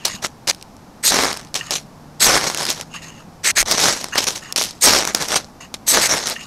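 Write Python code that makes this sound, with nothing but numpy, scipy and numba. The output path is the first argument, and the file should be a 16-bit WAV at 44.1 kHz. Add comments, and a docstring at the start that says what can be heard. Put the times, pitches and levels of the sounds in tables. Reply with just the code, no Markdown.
"""Striking a metal fire rod

A steel knife spine rasps down a metal fire rod close by: noise of tearing asperities rings the modes of the steel.
Torn-off shavings fizz, roar and pop as they burn: random grit and clicks through resonances and a broad filter.
Between strokes the blade slides lightly back up: friction noise in lightly damped modes, with taps and a knock.
Far traffic (filtered noise) and a wavering engine hum (a gliding sine) lie underneath."""
import sys
import numpy as np
from scipy import signal
from scipy.fft import rfft, irfft
from scipy.io import wavfile
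from scipy.ndimage import uniform_filter1d
from numba import njit

SR = 44100
rng = np.random.default_rng(int(sys.argv[2]) if len(sys.argv) > 2 else 0)


def generate_wav(signal):
    """Clip the signal to [-1, 1] and save it as 16-bit WAV at the path in sys.argv[1]."""
    frames = np.transpose(np.atleast_2d(signal))
    scaled = np.clip(frames, -1, 1) * 32767
    pcm = np.round(scaled).astype(np.int16)
    wavfile.write(sys.argv[1], SR, pcm)


N = 284968

CUT_ATTACK_S, CUT_FADE_S = 0.027, 0.0224  # the fade is the time to fall 60 dB
CUT_SAG_DB_PER_S, SHRILL_SAG_DB_PER_S = 49, 64
JOLT_FADE_S = 0.2  # time to fall 60 dB


def strokes():
    """Superposition: asperities tear and ring the steel while the burning shavings fizz, roar and snap."""
    cut, lowest, treble, thrown, shrill, jolt = cutting_powers()
    burn, roaring, flaring = burning_powers()
    tearing = grit(rate=1600, spread_db=1.0, tail_s=0.00036, bed=1.0)
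    sparks = sputter(burn)
    burning = fizz(burn + thrown, sparks) + hisses(tearing) + roar(roaring, cut, sparks) + snaps(flaring)
    return burning + bite(cut, lowest, treble, shrill, burn, tearing) + thuds(jolt)


# The edge cutting into the rod: (time [s], length [s], level [dB]), then relative to the cut:
# (lowest mode of the steel [dB], treble of the steel [dB], sputter of sparks [dB]),
# (jolt through the log, a level of its own [dB]), (shrill mode at the start, relative to the cut [dB])
CUT_EVENTS = [(1.026, 0.081, -10.5, -10.5, -9.5, -4.5, -43, -7),
              (2.194, 0.075, -9.5, -6.5, -8, -5, -33.5, -4.5),
              (3.431, 0.079, -12.5, -5.5, -13.5, -2, -38.5, -5),
              (3.55, 0.068, -12.5, -1.5, -10, -13.5, -30.5, -8),
              (4.806, 0.058, -10.5, -7, -4.5, -7.5, -39, -3.5),
              (5.862, 0.088, -13, -10, -6, -2.5, -43, -1.5), (6.001, 0.071, -14.5, -3, -7, -0.5, -62, -12)]


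def cutting_powers():
    """Intermittent friction: each cut shares its power among steel modes, thrown sparks and a jolt."""
    t = np.arange(N) / SR
    cut, lowest, treble, thrown, shrill, jolt = np.zeros((6, N))
    for s, length, db, low_db, treble_db, sparks_db, jolt_db, shrill_db in CUT_EVENTS:
        power = swell(s, CUT_ATTACK_S, length - CUT_ATTACK_S, CUT_FADE_S, db)
        power = power * undb(-CUT_SAG_DB_PER_S * np.abs(t - s)) ** 2
        cut += power
        lowest += power * undb(low_db) ** 2
        treble += power * undb(treble_db) ** 2
        thrown += power * undb(sparks_db) ** 2
        shrill += power * undb(shrill_db - SHRILL_SAG_DB_PER_S * np.abs(t - s)) ** 2
        jolt += swell(s + length / 2, length / 2, 0.0048, JOLT_FADE_S, jolt_db)
    return cut, lowest, treble, thrown, shrill, jolt


# Modes of blade and rod pressed hard together: (frequency [Hz], width [Hz], relative level [dB])
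PRESSED_MODES = [(1990, 1200, -10.5), (4430, 2100, -6.5), (6340, 1050, -1.5), (8050, 1150, -4.5),
                 (10970, 2200, -20), (12900, 1300, -17.5)]
STEEL_DB, STEEL_LOW_DB, STEEL_TREBLE_DB = -9, -5, -14  # steel over burning; lowest and treble over steel


def bite(cut, lowest, treble, shrill, burn, tearing):
    """Modal resonance: tearing noise drives the steel, which also rings along with the burning."""
    bands = PRESSED_MODES[:1], PRESSED_MODES[1:3], PRESSED_MODES[3:4], PRESSED_MODES[4:]
    low, middle, upper, high = (
        unit(modes(tearing, band, sway_db=2.44, drift=0.027, steep=True)) for band in bands)
    steel = burn * undb(STEEL_DB) ** 2
    out = smooth(lowest + steel * undb(STEEL_LOW_DB) ** 2) * low
    out = out + smooth(cut + steel) * middle
    out = out + smooth(treble + steel * undb(STEEL_TREBLE_DB) ** 2) * (high + upper)
    return out + smooth(shrill) * upper


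def thuds(jolt):
    """Low-frequency structural transmission: each cut jolts the log, heard as noise below 62 Hz."""
    thud = signal.lfilter(*signal.butter(2, 62, fs=SR), rng.standard_normal(N))
    return smooth(jolt) * unit(thud)


# Showers of shavings burning after each full stroke: one list per shower of (time [s], level [dB])
SHOWER_LEVELS = [
    [(1.1, -26.5), (1.125, -13.5), (1.15, -15.5), (1.188, -14.5), (1.21, -14.5), (1.316, -25),
     (1.34, -31.5), (1.49, -52.5)],
    [(2.21, -27.5), (2.27, -12.5), (2.372, -13), (2.398, -24), (2.44, -17), (2.49, -34.5), (2.56, -29),
     (2.72, -26.5), (2.73, -35.5), (2.835, -36.5)],
    [(3.655, -31), (3.679, -19.5), (3.699, -18.5), (3.735, -15), (3.769, -21.5), (3.809, -11), (3.9, -13.5),
     (3.92, -19), (4.12, -41.5)],
    [(4.84, -13.5), (4.885, -8), (4.992, -15), (5.02, -21), (5.145, -43)],
    [(5.89, -31), (5.955, -12), (6.01, -16.5), (6.086, -23), (6.12, -15), (6.19, -24), (6.24, -29),
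     (6.27, -29.5)],
]
# Roar over fizz, one for each shower: (relative level [dB])
SHOWER_ROAR = [-1, -1.5, -5, -3, -1.5]
# Single shavings flaring up: (time [s], rise [s], hold [s],
# fade to -60 dB, at least 1 ms [s], level [dB], roar over fizz [dB])
FLARE_EVENTS = [(0.049, 0.0011, 0.0043, 0.16, -15, -7.5), (0.216, 0.011, 0.02, 0.09, -26.5, -5),
                (0.23, 0.015, 0.008, 0.0645, -19.5, -2.5), (0.472, 0.00069, 0.04, -0.11, -14.5, -7),
                (0.481, 0.015, 0.0064, -0.08, -10.5, -22), (1.548, 0.0064, 0.0025, 0.13, -13.5, -8),
                (1.709, 0.00065, 0.03, 0.09, -19, -6.5), (1.748, 0.0073, 0.0016, 0.1239, -17.5, -11),
                (2.463, 0.0044, 0.0051, 0.2, -18, -4), (2.576, 0.0043, 0.019, 0.53, -23.5, -5.5),
                (2.672, 0.022, 0.015, 0.1342, -16.5, -11.5), (3.714, 0.002, 0.0086, -0.04, -11, -8.5),
                (4.15, 0.0025, 0.018, 0.59, -23, -4.5), (4.175, 0.0043, 0.0046, 0.09, -6.5, -8),
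                (4.215, 0.0041, 0.024, 0.03, -19.5, -8.5), (4.267, 0.0037, 0.0018, 0.22, -14, -6.5),
                (4.349, 0.0085, 0.004, 0.12, -20.5, -7.5), (4.56, 0.00048, 0.037, 0.33, -15, -12),
                (5.068, 0.0022, 0.0046, 0.21, -21.5, 0.5), (5.146, 0.00033, 0.0056, 0.3, -20, -1.5),
                (5.203, 0.0028, 0.0034, 0.214, -15.5, -2.5), (5.282, 0.0011, 0.092, 0.17, -22.5, -3.5),
                (5.311, 0.0167, 0.019, -0.0151, -18.5, -3), (5.354, 0.0032, 0.013, 0.06, -10, -7),
                (5.74, 0.0011, 0.0015, 0.07, -26.5, -11), (6.256, 0.0012, 0.067, 0.12, -21.5, -4.5)]
EMBER_DB, EMBER_FADE_S = -29.5, 0.34  # each flare leaves a faint glowing tail


def burning_powers():
    """Incoherent addition: the powers of showers and single flares sum, with their roar weighted apart."""
    t = np.arange(N) / SR
    burn, roaring, flaring = np.zeros((3, N))
    for rows, roar_db in zip(SHOWER_LEVELS, SHOWER_ROAR):
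        s, db = np.transpose(rows)
        power = undb(np.interp(t, s, db, left=-200, right=-200)) ** 2
        burn += power
        roaring += power * undb(roar_db) ** 2
    for s, rise, hold, fade, db, roar_db in FLARE_EVENTS:
        ember = swell(s, rise, hold, EMBER_FADE_S, db + EMBER_DB)
        power = swell(s, rise, hold, fade, db) + ember
        burn += power
        roaring += power * undb(roar_db) ** 2
        flaring += power
    return burn, roaring, flaring


def sputter(burn):
    """Shot noise: lone sharp cracks of bursting grains ride on denser sputter and outlast it as a flare dies."""
    cracks = grit(rate=90, spread_db=7.5, tail_s=0.00012, bed=0)
    dense = grit(rate=500, spread_db=6.0, tail_s=0.001, bed=0.96)
    # the weaker the burning, the more the cracks stand out
    return dense + undb(-14.5) * (smooth(burn) + 0.0019) ** -.3 * cracks


# Resonances of burning shavings: (frequency [Hz], width [Hz], relative level [dB])
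FIZZ_MODES = [(2160, 2920, -1.5), (4030, 950, 5), (5596, 696, 5.5), (7950, 660, 1), (8720, 2200, -5.5),
              (11600, 6700, -22.5)]


def fizz(power, sparks):
    """Resonant colouring: the sputter of burning and thrown sparks fills broad, wandering bands."""
    return smooth(power) * unit(modes(sparks, FIZZ_MODES, sway_db=1.0, drift=0.042))


# Shavings burning with a narrow hiss: (time [s], length [s], level [dB])
HISS_EVENTS = [(4.883, 0.082, -18), (6.084, 0.06, -19)]


def hisses(tearing):
    """Narrow-band noise: a single resonance of the fizz sounds alone."""
    power = sum(swell(s, CUT_ATTACK_S, length - CUT_ATTACK_S, length, db) for s, length, db in HISS_EVENTS)
    return smooth(power) * unit(modes(tearing, FIZZ_MODES[2:3], sway_db=3.5, drift=0.017, steep=True))


# Spectrum of the roar: (frequency [Hz], relative spectral density [dB per Hz])
ROAR_SPECTRUM = [(25, -9), (80, -6), (290, 2), (620, 5), (1100, 4), (2200, 4), (5000, -54)]
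ROAR_SURGE_DB = 0.5  # rms of the uneven surging


def roar(roaring, cut, sparks):
    """Broadband combustion noise: the sputter, filtered toward the low end, surges unevenly."""
    level = undb(2.5) * smooth(roaring + undb(-16.0) ** 2 * cut)
    return level * undb(ROAR_SURGE_DB * walk(30)) * unit(colour(sparks, ROAR_SPECTRUM))


# The bare click of a bursting grain: (frequency [Hz], width [Hz], relative level [dB])
SNAP_MODE = [(5350, 6100, -6)]


def snaps(flaring):
    """Impulsive excitation: random short cracks of flaring shavings ring one very broad resonance."""
    cracks = grit(rate=140, spread_db=3.0, tail_s=.00006, bed=0)
    return undb(-10) * smooth(flaring) * unit(modes(cracks, SNAP_MODE, sway_db=2.5))


# Sparks popping: (time [s], relative level [dB], thump over crack [dB])
POP_EVENTS = [(0.053, 6.5, -26), (0.057, 2, -24), (0.476, -4, -27), (0.5476, -17.5, -35),
              (0.6261, -15, -14.5), (0.767, -29, -25), (1.329, -2.5, -10), (1.3725, -10.5, -5),
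              (1.413, -21, -17), (1.449, -22.5, -23), (1.5429, -3.5, -8.5), (1.708, 1.5, -8),
              (2.443, -3, -20.5), (2.5, -4.5, 0.5), (2.547, -2, -2), (2.5743, -1, -28), (2.653, -0.5, -32),
              (2.6662, -3.5, -32), (2.8114, -5, -43), (3.598, 2, -23), (3.6039, 1, -8), (3.61, -2, -13),
              (3.628, -2, -3.5), (3.713, 10.5, -19.5), (4.0428, -2.5, -5), (4.1565, -5, 5.5),
              (4.2415, -3, -31), (4.285, -2.5, -27), (4.437, -22, -25), (4.5246, 0.5, -13),
              (4.5612, 6.5, -17), (4.613, 0, 0), (4.621, 1.5, -32), (4.709, -12, -17), (5.0518, -1.5, 0),
              (5.1484, 15, -8), (5.261, -15, -22), (5.286, -5.5, -31), (5.325, -4, -28), (5.3572, -2, -12),
              (5.7415, -8, -7), (6.016, -3, -14.5), (6.271, 1, -11)]


def pops():
    """Impulse response: each bursting spark is a click and a short hiss, with the same burst as a thump."""
    crack, thump = np.zeros((2, N))
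    t = np.arange(1024) / SR
    for s, db, thump_db in POP_EVENTS:
        burst = 0.13 * rng.standard_normal(len(t)) * np.exp(-t / 0.0018)
        burst[:2] += [1.9, -.45]  # the click
        i = int(s * SR)
        crack[i:i + len(t)] += undb(db) * burst
        thump[i:i + len(t)] += undb(db + thump_db) * burst
    out = undb(5.0) * modes(crack, FIZZ_MODES, sway_db=1.0)
    out = out + modes(crack, SNAP_MODE, sway_db=3)
    return out + undb(9.5) * colour(thump, ROAR_SPECTRUM)


# Light contacts of the blade sliding on the rod: (time [s], length [s], level of the middle mode [dB],
# high modes over it [dB], lowest modes over it [dB])
SLIDE_EVENTS = [(0, 0.19, -43.5, -7, -2), (0.098, 0.06, -41.5, 8, 3.5), (1.597, 0.11, -40.5, 0, 1),
                (2.927, 0.29, -47.5, -4, 0), (2.94, 0.029, -33, -5, 0), (3.023, 0.063, -47, 6, -1),
                (4.127, 0.049, -34.5, 0, 7.5), (4.425, 0.098, -44.5, -0.5, 2.5),
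                (5.608, 0.045, -45, 1, 1.5), (6.36, 0.072, -38, -6.5, -3.5), (6.4, 0.051, -44.5, 5, -2)]
# Modes of blade and rod barely touching: (frequency [Hz], width [Hz], relative level [dB])
LIGHT_MODES = [(1145, 220, 3), (1845, 150, 5.5), (2826, 180, 6.5), (4350, 4000, 9), (6480, 790, 16.5),
               (8360, 270, 4), (12700, 800, 0)]
SLIDE_EDGE = 0.15  # fade-in as a share of a contact's length


def slides():
    """Light friction into barely damped modes of blade and rod; the lowest and the high ones come and go."""
    middle_power, high_power, lowest_power = np.zeros((3, N))
    for s, length, db, high_db, lowest_db in SLIDE_EVENTS:
        edge = SLIDE_EDGE * length
        power = swell(s - edge, edge, length, 0.089, db)
        middle_power += power
        high_power += power * undb(high_db) ** 2
        lowest_power += power * undb(lowest_db) ** 2
    rubbing = grit(rate=900, spread_db=3.0, tail_s=0.0014, bed=1.0)
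    lowest = unit(modes(rubbing, LIGHT_MODES[:2], sway_db=3.5, drift=0.043))
    middle = unit(modes(rubbing, LIGHT_MODES[2:3], sway_db=1.5, drift=.008))
    high = unit(modes(rubbing, LIGHT_MODES[3:], sway_db=2.0, drift=0.012, steep=True))
    return np.sqrt(lowest_power) * lowest + np.sqrt(middle_power) * middle + np.sqrt(high_power) * high


# The blade bumping the rod once: (time [s], level [dB])
TAP_EVENTS = [(1.61, -16), (6.363, -16.5)]
TAP_PUSH_S = 0.0005  # time constant of the onset


def taps():
    """Free vibration: a tap sets two low modes of the steel ringing as decaying sines."""
    t, out = np.arange(N) / SR, 0
    for s, db in TAP_EVENTS:
        age = np.maximum(t - s, 0)
        onset = 1 - np.exp(-age / TAP_PUSH_S)
        for hz, width, mode_db in LIGHT_MODES[1:3]:
            gain = undb(db + mode_db - LIGHT_MODES[2][2])
            ringing = np.exp(-np.pi * width * age / 2) * np.sin(2 * np.pi * hz * age)
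            out = out + gain * onset * ringing
    return out


# The rod knocking dully on the log: (time [s], level [dB])
KNOCK_EVENTS = [(0.144, -23.5)]
KNOCK_HZ, KNOCK_FADE_S = 197, 0.077  # the fade is the time to fall 60 dB


def knocks():
    """Damped oscillation: a knock rings the log at one low frequency."""
    t, out = np.arange(N) / SR, 0
    for s, db in KNOCK_EVENTS:
        age = np.maximum(t - s, 0)
        out = out + undb(db - 60 * age / KNOCK_FADE_S) * np.sin(2 * np.pi * KNOCK_HZ * age)
    return out


# Spectrum of far traffic: (frequency [Hz], relative level [dB])
TRAFFIC_SPECTRUM = [(25, -16.5), (100, -12.5), (230, -9.5), (400, -20.5), (830, -17.5), (1900, -32),
                    (3200, -37.5), (5500, -35), (9000, -43.5), (15700, -45)]


def traffic():
    """Stationary noise: far traffic is a steady rumble of fixed spectrum, at -42 dB rms."""
    return undb(-42) * unit(colour(rng.standard_normal(N), TRAFFIC_SPECTRUM))


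# Distant engine: (time [s], frequency [Hz], level [dB])
ENGINE_HUM = [(0, 172.4, -64), (1.8, 148, -44.5), (2.5, 151.9, -41), (3.4, 166.6, -46), (4.3, 159, -62.5)]


def engine():
    """Frequency modulation: one engine tone glides, wavers and swells in the distance."""
    s, hz, db = np.transpose(ENGINE_HUM)
    t = np.arange(N) / SR
    pitch = np.interp(t, s, hz) + 0.72 * walk(10.0)
    return undb(np.interp(t, s, db)) * np.sin(2 * np.pi * np.cumsum(pitch) / SR)


def modes(x, table, sway_db, drift=0.054, steep=False):
    """Modal sum: each resonance swells, sinks and wanders alone (drift: rms share) as the contact point moves."""
    out = 0
    for k, (hz, width, db) in enumerate(table):
        centre = hz * (1 + drift * walk(30))
        ring = svf(x + 1e-18, centre, 1. * width)
        if steep:  # a second pass leaves dark valleys between the modes
            ring = svf(ring, centre, 1. 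* width)
        else:  # neighbouring modes alternate in sign
            ring = (-1) ** k * ring
        out = out + undb(db + sway_db * walk(55)) * ring
    return out


@njit
def svf(x, hz, width):
    """State-variable resonator: a band-pass with a moving centre, gain 1 at the centre."""
    y, band, low = np.empty(len(x)), 0., 0.
    for i in range(len(x)):
        g, k = np.tan(np.pi * hz[i] / SR), width / hz[i]
        v = (band + g * (x[i] - low)) / (1 + g * (g + k))
        band, low, y[i] = 2 * v - band, low + 2 * g * v, k * v
    return y


def grit(rate, spread_db, tail_s, bed):
    """Shot noise: random bursts (rate per second) with sharp starts and long-tailed sizes, over an even bed."""
    where, size = rng.random(N), rng.exponential(size=N)
    kicks = (where < rate / SR) * undb(spread_db * np.minimum(size, 3.3))
    bursts = unit(signal.lfilter([1], [1, -np.exp(-1 / (tail_s * SR))], kicks))
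    return unit((bed + bursts) * rng.standard_normal(N))


def swell(s, rise, hold, fade, db):
    """Power envelope: the amplitude rises from a gentle start, holds, then falls 60 dB in fade seconds."""
    rise, fade, out = max(rise, 1e-4), max(fade, 1e-3), np.zeros(N)
    span = slice(max(int(s * SR), 0), int((s + rise + hold + 2 * fade) * SR))
    t = np.arange(N)[span] / SR - s
    fall_db = 60 * np.maximum(t - rise - hold, 0) / fade
    amplitude = np.clip(t / rise, 0, 1) ** 1.51 * undb(db - fall_db)
    out[span] = amplitude ** 2
    return out


def smooth(power):
    """Power to amplitude by the square root, averaged over 30 samples."""
    return uniform_filter1d(np.sqrt(power), size=30)


def walk(rate):
    """Low-pass random process: a slow wander of rms 1, with new values drawn at rate [Hz]."""
    k = int(SR / rate)
    steps = np.repeat(rng.standard_normal(N // k + 1), k)
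    return unit(uniform_filter1d(uniform_filter1d(steps, k), k)[:N])


def colour(x, points):
    """Minimum-phase filter: causal, with the gain of (Hz, dB) points, from the folded cepstrum."""
    hz, db = np.transpose(points)
    f = np.linspace(1, SR / 2, 2049)
    cepstrum = irfft(np.log(undb(np.interp(np.log(f), np.log(hz), db))))
    cepstrum[1:2048] *= 2
    cepstrum[2049:] = 0
    return signal.fftconvolve(x, irfft(np.exp(rfft(cepstrum))))[:N]


def undb(db):
    """Logarithmic level: decibels to amplitude gain."""
    return 10 ** (np.asarray(db) / 20)


def unit(x):
    """Normalisation: scale to rms 1."""
    return x / np.sqrt(np.mean(x ** 2))


def scene():
    """Linear superposition: all sources add at one microphone."""
    return (strokes() + pops() + slides() + taps() + knocks() + traffic() + engine())[None]


def record(dry):
    """Band limiting and saturation: the microphone fades in the top octave, the recorder rounds peaks."""
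    microphone = signal.sosfilt(signal.butter(6, 13800, fs=SR, output="sos"), dry)
    rounded = np.tanh(1.152 * microphone) / 1.194
    # the recorder cuts everything above 15750 Hz
    return signal.sosfilt(signal.ellip(12, .2, 80, 15750, fs=SR, output="sos"), rounded)


dry = scene()
out = record(dry)
generate_wav(out)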